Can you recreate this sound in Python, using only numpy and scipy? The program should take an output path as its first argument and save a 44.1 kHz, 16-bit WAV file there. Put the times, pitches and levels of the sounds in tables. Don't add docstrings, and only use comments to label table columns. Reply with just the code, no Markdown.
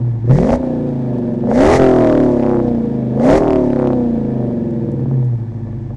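import sys
import numpy as np
from scipy import signal
from scipy.fft import rfft, irfft
from scipy.io import wavfile
from scipy.ndimage import uniform_filter1d

SR = 44100
rng = np.random.default_rng(int(sys.argv[2]) if len(sys.argv) > 2 else 0)


def volts(x):
    e = np.asarray(x, float) / 20
    return 10 ** e


def unload_wav(signal):
    wavfile.write(
        sys.argv[1],
        SR,
        np.round(np.clip(np.atleast_2d(signal).T, -1, 1) * 32767).astype(np.int16),
    )


N = 262836


def in_time(rows):
    s, *columns = np.transpose(rows)
    return [np.interp(np.arange(N) / SR, s, c) for c in columns]


def rms_one(x):
    return x / np.sqrt(np.mean(x ** 2) + 1e-20)


def evened(x, seconds):
    size = int(seconds * SR)
    power = uniform_filter1d(uniform_filter1d(x ** 2, size), size)
    return x / np.sqrt(power + 1e-12)


def resonator(hz, width_hz):
    r = np.exp(-np.pi * width_hz / SR)
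    return np.array([1, 0, -1]) * (1 - r * r) / 2, [1, -2 * r * np.cos(2 * np.pi * hz / SR), r * r]


def lowpass(x, hz):
    return signal.sosfilt(signal.butter(2, hz, fs=SR, output="sos"), x)


def coloured(spectrum):
    hz, db = np.transpose(spectrum)
    grid = np.fft.rfftfreq(N, 1 / SR) + 1
    gain = volts(np.interp(np.log(grid), np.log(hz), db))
    return rms_one(irfft(rfft(rng.standard_normal(N)) * gain, N))


def wander(turns, per_turn):
    return np.interp(turns * per_turn, np.arange(2000), rng.standard_normal(2000))


def snaps(events, hz, width_hz, gain_db):
    s, db = np.transpose(events)
    clicks = np.full(N, 1e-18)
    clicks[(s * SR).astype(int)] = volts(db + gain_db)
    mode = resonator(hz, width_hz)
    once = signal.lfilter(*mode, lowpass(clicks, hz + width_hz))
    return signal.lfilter(*mode, once)


# start_s, speed_cycles_per_s
CRANK_SPEED = [(0.0, 15.3), (0.22, 13.8), (0.295, 15.6), (0.39, 20.6), (0.53, 30.6), (0.61, 31.6),
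               (1.4, 21.7), (1.47, 24.2), (1.73, 42.8), (1.795, 44.4), (3.06, 24.85), (3.17, 26.2),
               (3.36, 38.8), (3.41, 40.4), (3.47, 38.77), (5.38, 14.15), (5.52, 13.35), (5.96, 12.5)]


def crank():
    drag = 18
    straight, = in_time(CRANK_SPEED)
    sagging, = in_time([(s, np.log(v + drag)) for s, v in CRANK_SPEED])
    climbing = np.gradient(straight) > 0
    return np.minimum(straight, np.exp(sagging) - drag + 9 * climbing)


# press_s, lift_s, after_lift_db, brightness_db_per_octave, gas_flow_db
BLIPS = [
    (0.216, 0.556, -4.5, 1, -0.5),
    (1.413, 1.763, 1, .1, 2.5),
    (3.117, 3.379, -2, 0.4, 0),
]


def pedal():
    press_s, lift_s, settle_s = .08, .03, .27
    flow_lag_s, flow_rise_s = .031, .1
    cold_ratio, hot_rise, cool_s = .95, .14, .52
    dip_db, dip_s = -3.5, .02
    t = np.arange(N) / SR
    throttle, flow, heat, after_db, bright_db, flow_db = np.zeros((6, N))
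    for press, lift, note_db, tilt_db, gas_db in BLIPS:
        shut, since = np.clip((t - lift) / lift_s, 0, 1), np.maximum(t - lift, 0)
        held = np.clip((t - press) / (lift - press), 0, 1)
        throttle += np.clip((t - press) / press_s, 0, 1) * (1 - shut)
        flow += np.clip((t - press - flow_lag_s) / flow_rise_s, 0, 1) * (1 - shut)
        heat = np.maximum(heat, held * np.exp(-since / cool_s))
        after_db += note_db * shut * np.exp(-since / settle_s)
        after_db += dip_db * np.exp(-((t - lift - lift_s / 2) / dip_s) ** 2)
        bright_db += tilt_db * held * (1 - shut)
        flow_db[t > press] = gas_db
    return throttle, flow, cold_ratio + hot_rise * heat, after_db, bright_db, flow_db


# start_s, peak_db
TICKS = [(0.9784, -53.5), (1.1857, -37), (2.8055, -58), (4.4094, -46), (4.467, -51), (4.7097, -37.5),
         (4.918, -35), (5.248, -34.5)]


def metal_ticks():
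    return snaps(TICKS, hz=5000, width_hz=11000, gain_db=7.0)


# pitch_hz, level_db_per_hz
CLATTER = [(410, -37), (700, -5), (927, -2.5), (1070, -17), (1630, -20), (1860, -36), (2160, -28),
           (3310, -30.5), (4120, -33.5), (10100, -48), (13000, -66)]
# pitch_hz, width_hz, level_db
CASING = [(1754, 76, -63), (2220, 160, -71), (3280, 220, -79), (1910, 67, -72)]


def engine_block(speed, turns, rise_db):
    clatter = volts(-49.5) * coloured(CLATTER) * volts(2.6 * wander(turns, 23))
    knocks = rng.standard_normal(N) * volts(1.4 * wander(turns, 4.5))
    rings = np.zeros(N)
    for hz, width_hz, db in CASING:
        rings += volts(db) * rms_one(signal.lfilter(*resonator(hz, width_hz), knocks))
    return (clatter + rings) * volts(rise_db * np.log2(speed / 13))


def boom(flow):
    hang_s = .054
    r = np.exp(-1 / (hang_s * SR))
    band = signal.butter(2, [25, 83], "band", fs=SR, output="sos")
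    low = signal.sosfilt(band, rng.standard_normal(N))
    return volts(-24.5) * rms_one(low) * signal.lfilter([1 - r], [1, -r], flow)


# pitch_hz, level_db_per_hz
HISS = [(900, -43.5), (1500, -5), (2000, 3), (2600, -16), (4000, -14.5), (5800, -12.5), (7000, -15.5),
        (10000, -24.5), (15000, -49.5)]


def gas_hiss(speed, turns, flow, flow_db, depth):
    octaves = np.log2(speed / 30)
    leak_db = -64.5
    coast_db = np.maximum(-61 + 33 * octaves + flow_db, leak_db)
    pull_db = -38.5 + 20.5 * np.maximum(octaves, -0.098) + flow_db
    puffs = 1 + depth * np.cos(2 * np.pi * 8 * turns)
    jet = coloured(HISS) * puffs * volts(1.5 * wander(turns, 4.0))
    return volts(coast_db + flow * (pull_db - coast_db)) * jet


def on_firing(events, note, lead_s):
    reach = int(.004 * SR)
    moved = []
    for s, db in events:
        first = int(s * SR) - reach
        peak = first + np.argmax(note[first:first + 2 * reach])
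        moved.append((peak / SR - lead_s, db))
    return moved


# start_s, peak_db
POPS = [(0.384, -2), (0.431, -7.5), (0.45, -8), (0.469, -10), (0.488, -3.5), (0.505, -3), (0.538, -5),
        (0.63, -12), (1.108, -22), (1.145, -19), (1.44, -16), (1.474, -14), (1.516, -0.5), (3.932, -21.5),
        (4.429, -18), (4.513, -16), (4.836, -27), (4.892, -22.5), (4.992, -22), (5.057, -16), (5.116, -15),
        (5.177, -26), (5.23, -22)]


def fuel_pops(note):
    return snaps(on_firing(POPS, note, .0003), hz=600, width_hz=455, gain_db=27.0)


# start_s, crack_db
CRACKS = [
    (2.442, -14),
    (3.4217, -12.5),
    (3.7723, -16),
]


def overrun_cracks(note, turns):
    t, rows = np.arange(N) / SR, []
    for s, db in CRACKS:
        first_turn = np.interp(s, t, turns)
        for k in range(6):
            for place, peak_turn in ((0, 1.9), (.25, 3.3)):
                when = np.interp(first_turn + k + place, turns, t)
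                rows.append((when, db - .8 * (k - peak_turn) ** 2))
    return snaps(on_firing(rows, note, .0004), hz=450, width_hz=700, gain_db=31.0)


# multiple_of_engine_cycle, coasting_db, pulling_db, idling_db
PATTERN = [(0.998, -7, -1.5, -7), (2.014, -6.5, -1.5, -4.5), (3.02, -6, -14, -5.5),
           (4.01, -5.5, -11.5, 1.5), (5.017, 1, -4, -10), (6.036, -1.5, -5.0, -5), (7, 6, -7.5, -13),
           (8.021, 9.5, 11, 17.5), (8.96, 5.5, 1, 1.2), (10.038, 7.5, 8.5, 5.5), (11.03, 7.5, -0.7, 3),
           (11.994, 0.3, -1.5, 0), (13.06, 0.9, -7, 2), (14.015, 0.5, 4.5, 6.5), (14.955, 4, 0.5, -3.5),
           (15.944, 7, 4.5, 0.4), (17.15, 5.5, 0, 4.5), (18, 3.2, 10.5, -0.7), (19.09, -0.7, 4, -0.3),
           (20, 1, 5.5, 1.5), (21.03, -2, 8, -0.5), (21.89, -4.5, 2, 4.5), (23.1, 2.2, -1.4, 0.5),
           (24.04, 1.5, 8, 3.5), (25, -0.7, 3.5, 2.7), (26.23, 1, 5.5, 0.8), (26.46, -2.3, 3.5, 1),
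           (27.8, -1.5, 6.5, -3), (28.32, 0, 5, 0.7), (30.4, -1, 4, 3.5)]


def firing_pattern(speed, turns, throttle, idle, tilt_db, wobble_db, uneven_db, scatter):
    out, lags = np.zeros(N), rng.standard_normal(len(PATTERN))
    for (k, coast_db, pull_db, idle_db), lag in zip(PATTERN, lags):
        between = k % 8 > 0
        coasting_db = coast_db + between * uneven_db * np.log2(speed / 30)
        level_db = coasting_db + throttle * (pull_db - coasting_db) + idle * (idle_db - coasting_db)
        level_db = level_db + tilt_db * np.log2(k * speed / 250) + wobble_db * wander(turns, .25)
        out += volts(level_db) * np.cos(2 * np.pi * k * turns + between * scatter * lag)
    return out


def uneven_firings(turns, soft_hz):
    at = np.flatnonzero(np.diff(np.floor(8 * turns)))
    clicks = np.full(N, 1e-18)
    clicks[at] = rng.standard_normal(2000)[:len(at)]
    return lowpass(clicks, soft_hz)


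# pitch_hz, width_hz, level_db
PIPE = [(40.8, 62.6, -15.5), (131.5, 9.7, 0.5), (239.8, 15.9, -3.5), (310.5, 72, -15), (360.6, 15.6, -6),
        (494.2, 15.3, -7.5), (610.5, 26.9, -9), (635.3, 60, -18), (706, 60, -18.5), (870, 18, -27),
        (911, 150, -41), (1205, 100, -28), (1800, 73, -29)]


def pipe(x, sound_speed, damping, size=1536):
    out = np.zeros(x.shape)
    for k, (hz, width_hz, db) in enumerate(PIPE):
        state = np.zeros((len(x), 2))
        for i in range(0, N, size):
            mode = resonator(hz * sound_speed[i], width_hz * damping[i])
            ring, state = signal.lfilter(*mode, x[:, i:i + size], zi=state)
            out[:, i:i + size] += (-1) ** k * volts(db) * ring
    return out


MAP_SPEEDS = [12.6, 13.6, 14.5, 16.2, 18.5, 21.3, 24.5, 27, 29.5, 32.4, 34, 37, 44.5]
# coasting_db, pulling_db, coasting_tilt_db_per_octave, pulling_tilt_db_per_octave
LOAD_MAP = [(-22.5, -16, -1.5, -6), (-21.5, -9, -3, -6.5), (-15, -13, -4.5, -6), (-12, -7, -1, -9.5),
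            (-17.3, -9.5, -0.8, -8), (-17, -10, -1.9, -4), (-15.5, -13, -0.2, -2.5), (-16, -13, -2.5, -0.9),
            (-14, -13, -3, -0.3), (-13, -9.5, 0.1, .1), (-13.5, -7.5, -0.5, -0.5), (-11, -8, -1.1, -1.2),
            (-9.5, -9, -0.9, -0.1)]


def exhaust_note(speed, turns, throttle, sound_speed, after_db, bright_db):
    columns = np.transpose(LOAD_MAP)
    coast_db, pull_db, coast_tilt, pull_tilt = [np.interp(speed, MAP_SPEEDS, c) for c in columns]
    note_db = coast_db + throttle * (pull_db - coast_db) + after_db
    tilt_db = coast_tilt + throttle * (pull_tilt - coast_tilt) + bright_db
    lumpy = np.clip(14 - speed, 0, 1)
    idle = np.clip((17.8 - speed) / 1.2, 0, 1) * (1 - throttle) * (1 - 0.29 * lumpy)
    pattern = firing_pattern(speed, turns, throttle, idle, tilt_db, wobble_db=1.2, uneven_db=5.5, scatter=1.3)
    pulses = np.array([pattern, uneven_firings(turns, soft_hz=1250)])
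    steady, rough = pipe(pulses, sound_speed, damping=1 + 1.32 * throttle)
    rough_db = -21 + 8 * throttle + 9 * lumpy
    balance = evened(steady, .07) + volts(rough_db) * evened(rough, .15)
    source_db = note_db - .9 + 0.22 * np.maximum(note_db + 15.5, 0)
    lope = volts(-30.5) * lumpy * np.cos(2 * np.pi * 4 * turns)
    return volts(source_db) * balance + lope


def scene():
    speed = crank()
    turns = np.cumsum(speed) / SR
    throttle, flow, sound_speed, after_db, bright_db, flow_db = pedal()
    metal = metal_ticks() + engine_block(speed, turns, rise_db=7.0)
    hiss = gas_hiss(speed, turns, flow, flow_db, depth=0.19)
    note = exhaust_note(speed, turns, throttle, sound_speed, after_db, bright_db)
    pops = fuel_pops(note) + overrun_cracks(note, turns)
    return (metal + boom(flow) + hiss + pops + note)[None]


def top_cut(x):
    return signal.sosfilt(signal.butter(12, 15740, fs=SR, output="sos"), x)


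def record(dry):
    bend, clip = 1.3, .72
    capsule = np.expm1(bend * dry) / bend
    coupled = signal.sosfilt(signal.butter(1, 25.0, "high", fs=SR, output="sos"), capsule)
    mix = lowpass(np.clip(coupled, -clip, clip), 10500.0)
    return top_cut(mix)


dry = scene()
out = record(dry)
unload_wav(out)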